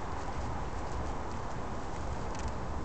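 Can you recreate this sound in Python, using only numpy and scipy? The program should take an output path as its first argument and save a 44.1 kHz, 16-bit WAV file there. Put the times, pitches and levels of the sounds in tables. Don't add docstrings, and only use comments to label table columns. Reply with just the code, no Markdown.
import sys
import numpy as np
from scipy import signal
from scipy.io import wavfile

SR = 44100
rng = np.random.default_rng(int(sys.argv[2]) if len(sys.argv) > 2 else 0)


def master_out(mix):
    frames = np.transpose(np.atleast_2d(mix))
    ceiling = np.clip(frames, -1, 1)
    pcm = np.round(ceiling * 32767).astype(np.int16)
    wavfile.write(sys.argv[1], SR, pcm)


N = 125244

# pitch in Hz, relative level in dB,
# seconds to fade by 60 dB, group (0 low, 1 middle, 2 high, 3 top).
WALL_TONES = [(1450, 0, .016, 0), (1950, 0, .015, 0), (2550, 0, .013, 0), (3100, -2, .012, 0),
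              (4050, -3, .012, 1), (4600, 0, .012, 1), (5150, -1, .011, 1), (5900, 0, .011, 2),
              (6550, -1, .010, 2), (7100, 0, .010, 2), (7750, 1, .009, 3), (8250, 4, .008, 3),
              (8750, 6, .006, 3)]


def from_db(db):
    return 10 ** (np.asarray(db) / 20)


def unit_level(sound):
    return sound / np.sqrt(np.mean(sound ** 2) + 1e-20)


def curve(rows, column=1):
    columns = np.transpose(rows)
    return np.interp(np.arange(N) / SR, columns[0], columns[column])


def drift(rate_hz):
    step, warm_up = 40, 2000
    keep = np.exp(-2 * np.pi * rate_hz * step / SR)
    noise = rng.standard_normal(N // step + warm_up + 2)
    slow = signal.lfilter([1], [1, -2 * keep, keep * keep], noise)[warm_up:]
    return np.interp(np.arange(N) / step, np.arange(len(slow)), unit_level(slow))


def ring(pushes, hz, fade_s):
    keep = from_db(-60 / (fade_s * SR))
    angle = 2 * np.pi * hz / SR
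    return signal.lfilter([0, np.sin(angle)], [1, -2 * keep * np.cos(angle), keep * keep], pushes + 1e-18)


def microphone_hiss():
    white = rng.standard_normal(N)
    treble = unit_level(ring(white, hz=7400, fade_s=0.00074))
    return from_db(-57.5) * (white + from_db(-9.5) * treble)


def road_rumble():
    # pitch in Hz, relative level in dB.
    spectrum = [(12, -2.5), (22, -1.5), (30, -7.5), (45, -7.5), (100, -9.5), (160, -11), (340, -14),
                (520, -14.5), (660, -17.5), (780, -12), (1000, -13.5), (1150, -18.5), (1350, -22),
                (1900, -28), (2400, -35), (3300, -41), (5000, -61.5)]
    # time in seconds, change in dB below split_hz, and above it.
    swells = [(0, -0.5, 1.5), (.35, 0, 0.5), (.7, -1, 0.5), (1.05, 1, 0.5), (1.4, -0.5, 0),
              (1.75, 0.5, -0.5), (2.1, 0.5, -1.5), (2.45, 0.5, -0.5), (2.84, 1, -2)]
    split_hz, flicker_db = 700, 0.47
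    low_swell, high_swell = curve(swells, column=1), curve(swells, column=2)
    hz, db = np.transpose(spectrum)
    edges_hz = 10 * 2 ** np.arange(0, 9.3, 1 / 4)
    white = rng.standard_normal((2, N + SR))
    rumble = 0
    for k, (low, high) in enumerate(zip(edges_hz, edges_hz[1:])):
        band_filter = signal.butter(2, [low, high], "band", fs=SR, output="sos")
        band = signal.sosfilt(band_filter, white[k % 2])[SR:]
        band_db = np.interp(np.log(low * high) / 2, np.log(hz), db)
        swell_db = high_swell if low > split_hz else low_swell
        rumble += band * from_db(band_db + swell_db + flicker_db * drift(rate_hz=2))
    return from_db(-39) * unit_level(rumble)


def engine_drones():
    # pitch in Hz, filter width in Hz, level in dB before the swell.
    notes = [(43.5, 10, -48.5), (67.3, 13, -44.5), (82.5, 3.3, -49.5), (116.85, 13.2, -53),
             (145.9, 8, -71.5), (181, 11, -63)]
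    # time in seconds, change of level in dB.
    swells = [(0, -3), (.3, -1.5), (.48, 3), (.6, -1), (1, 1.5), (1.3, -4.5), (1.55, -2), (1.8, -9),
              (2.07, 1.5), (2.4, 1.5), (2.7, 3.5), (2.84, -3.5)]
    drone = 0
    for hz, width_hz, db in notes:
        fade_s = np.log(1000) / (np.pi * width_hz)
        noise = rng.standard_normal(N + SR)
        note = ring(ring(noise, hz, fade_s), hz, fade_s)[SR:]
        drone += from_db(db) * unit_level(note)
    return drone * from_db(curve(swells))


def wing_rubs():
    # start in seconds, length in seconds, level in dB,
    # extra dB for the wall's low tones.
    strokes = [(.0, .025, -58, 0), (.16, .095, -55.5, 2), (.26, .05, -61, 1), (.31, .085, -57.5, 7),
               (.395, .09, -54.5, 1), (.57, .15, -63, 2), (.74, .085, -57, 1), (.855, .05, -57.5, 3),
               (.9, .065, -56, 0), (1.035, .1, -55.5, 2), (1.32, .09, -62, 0), (1.425, .03, -58, -3),
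               (1.495, .04, -53.5, -2), (1.68, .1, -62, 0), (1.78, .14, -59, 2), (1.9, .09, -55.5, 1),
               (1.97, .1, -57, 2), (2.04, .27, -58, 3), (2.301, .013, -58, -2), (2.347, .013, -46.5, 5),
               (2.39, .008, -52, 2), (2.397, .013, -47.5, 5), (2.431, .017, -53, 0),
               (2.479, .014, -54.5, 3), (2.521, .024, -59, 6)]
    taps_per_s, tap_spread_db, top_tones_db = 3000, 2.2, -7
    edge_share = .4
    ring_share = .45
    t = np.arange(N) / SR
    pressure, low_pressure = np.zeros(N), np.zeros(N)
    for start, length, db, low_db in strokes:
        to_nearest_end = np.minimum(t - start, start + length - t)
        ramp = np.clip(to_nearest_end / (edge_share * length), 0, 1)
        stroke = from_db(db) * np.sin(np.pi / 2 * ramp)
        pressure += stroke
        low_pressure += stroke * from_db(low_db)
    group_push = [low_pressure, pressure, pressure, pressure * from_db(top_tones_db)]
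    tap_sizes = from_db(tap_spread_db * np.minimum(rng.exponential(1, N), 5))
    taps = tap_sizes * (rng.random(N) < taps_per_s / SR)
    rustle = 0
    for hz, db, fade_s, group in WALL_TONES:
        hits = taps * rng.standard_normal(N)
        damped_s = fade_s * ring_share
        steady_level = np.std(ring(hits, hz, damped_s))
        rustle += ring(hits * group_push[group], hz, damped_s) * from_db(db) / steady_level
    return rustle / np.sqrt(len(WALL_TONES))


def wall_ticks():
    # start in seconds, then strength in dB for the low, middle, high and top tones.
    strikes = [(0.1197, -64, -50, -56, -56), (0.1942, -64, -55, -53, -51), (0.2123, -58, -65, -48, -59),
               (0.2224, -60, -52, -55, -65), (0.2341, -64, -58, -49, -60), (0.2595, -64, -57, -55, -57),
               (0.2794, -48, -55, -52, -51), (0.3267, -58, -51, -55, -62), (0.4076, -60, -52, -56, -52),
               (0.4131, -58, -57, -48, -62), (0.416, -62, -51, -54, -65), (0.5326, -61, -58, -59, -58),
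               (0.7286, -64, -53, -53, -55), (0.7897, -62, -52, -49, -52), (0.8705, -59, -49, -60, -61),
               (0.8966, -58, -52, -53, -56), (0.9178, -60, -61, -45, -45), (0.9261, -58, -53, -51, -56),
               (0.972, -63, -54, -56, -63), (1.0608, -58, -60, -52, -54), (1.0709, -58, -52, -51, -54),
               (1.1168, -64, -59, -53, -58), (1.1517, -64, -65, -61, -54), (1.3044, -64, -65, -54, -56),
               (1.3142, -58, -44, -46, -62), (1.3228, -62, -54, -50, -48), (1.3387, -48, -63, -65, -65),
               (1.3632, -49, -65, -65, -65), (1.3713, -59, -65, -49, -60), (1.3961, -63, -55, -54, -62),
               (1.515, -58, -56, -48, -57), (1.7519, -64, -59, -54, -60), (1.7981, -58, -60, -54, -64),
               (1.9627, -44, -55, -46, -52), (2.0088, -58, -58, -51, -58), (2.0739, -64, -59, -51, -58),
               (2.1288, -64, -54, -51, -62), (2.2141, -64, -53, -56, -62), (2.3059, -64, -56, -49, -56),
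               (2.3457, -58, -53, -51, -59), (2.3481, -45, -42, -41, -52), (2.3896, -45, -47, -37, -48),
               (2.3959, -44, -49, -45, -51), (2.4023, -44, -47, -54, -54), (2.4308, -60, -50, -46, -57),
               (2.434, -58, -53, -46, -55), (2.4397, -56, -57, -52, -59), (2.4789, -46, -42, -43, -45),
               (2.5237, -54, -61, -57, -56)]
    rise_s, level_spread_db, pitch_spread = .0004, 1.0, .012
    ticks = np.zeros(N + SR)
    t = np.arange(SR // 20) / SR
    rise = np.minimum(t / rise_s, 1)
    hz, db, fade_s, group = np.transpose(WALL_TONES)[:, :, None]
    sign = (-1.) ** np.arange(len(WALL_TONES))[:, None]
    for start, *strength_db in strikes:
        level_chance, pitch_chance = rng.standard_normal((2,) + hz.shape)
        tone_db = np.array(strength_db)[group.round().astype(int)] + db + level_spread_db * level_chance
        fading = from_db(tone_db - 60 * t / fade_s)
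        tones = np.sin(2 * np.pi * hz * (1 + pitch_spread * pitch_chance) * t)
        first = int(start * SR)
        ticks[first:first + len(t)] += rise * np.sum(sign * fading * tones, axis=0)
    return ticks[:N]


def scene():
    return (road_rumble() + engine_drones() + wall_ticks() + wing_rubs() + microphone_hiss())[None]


def record(dry):
    soften_hz, cut_hz, offset = 8750, 9330, .0109
    softened = signal.sosfilt(signal.butter(10, soften_hz, fs=SR, output="sos"), dry)
    return offset + signal.sosfilt(signal.cheby2(12, 60, cut_hz, fs=SR, output="sos"), softened)


dry = scene()
out = record(dry)
master_out(out)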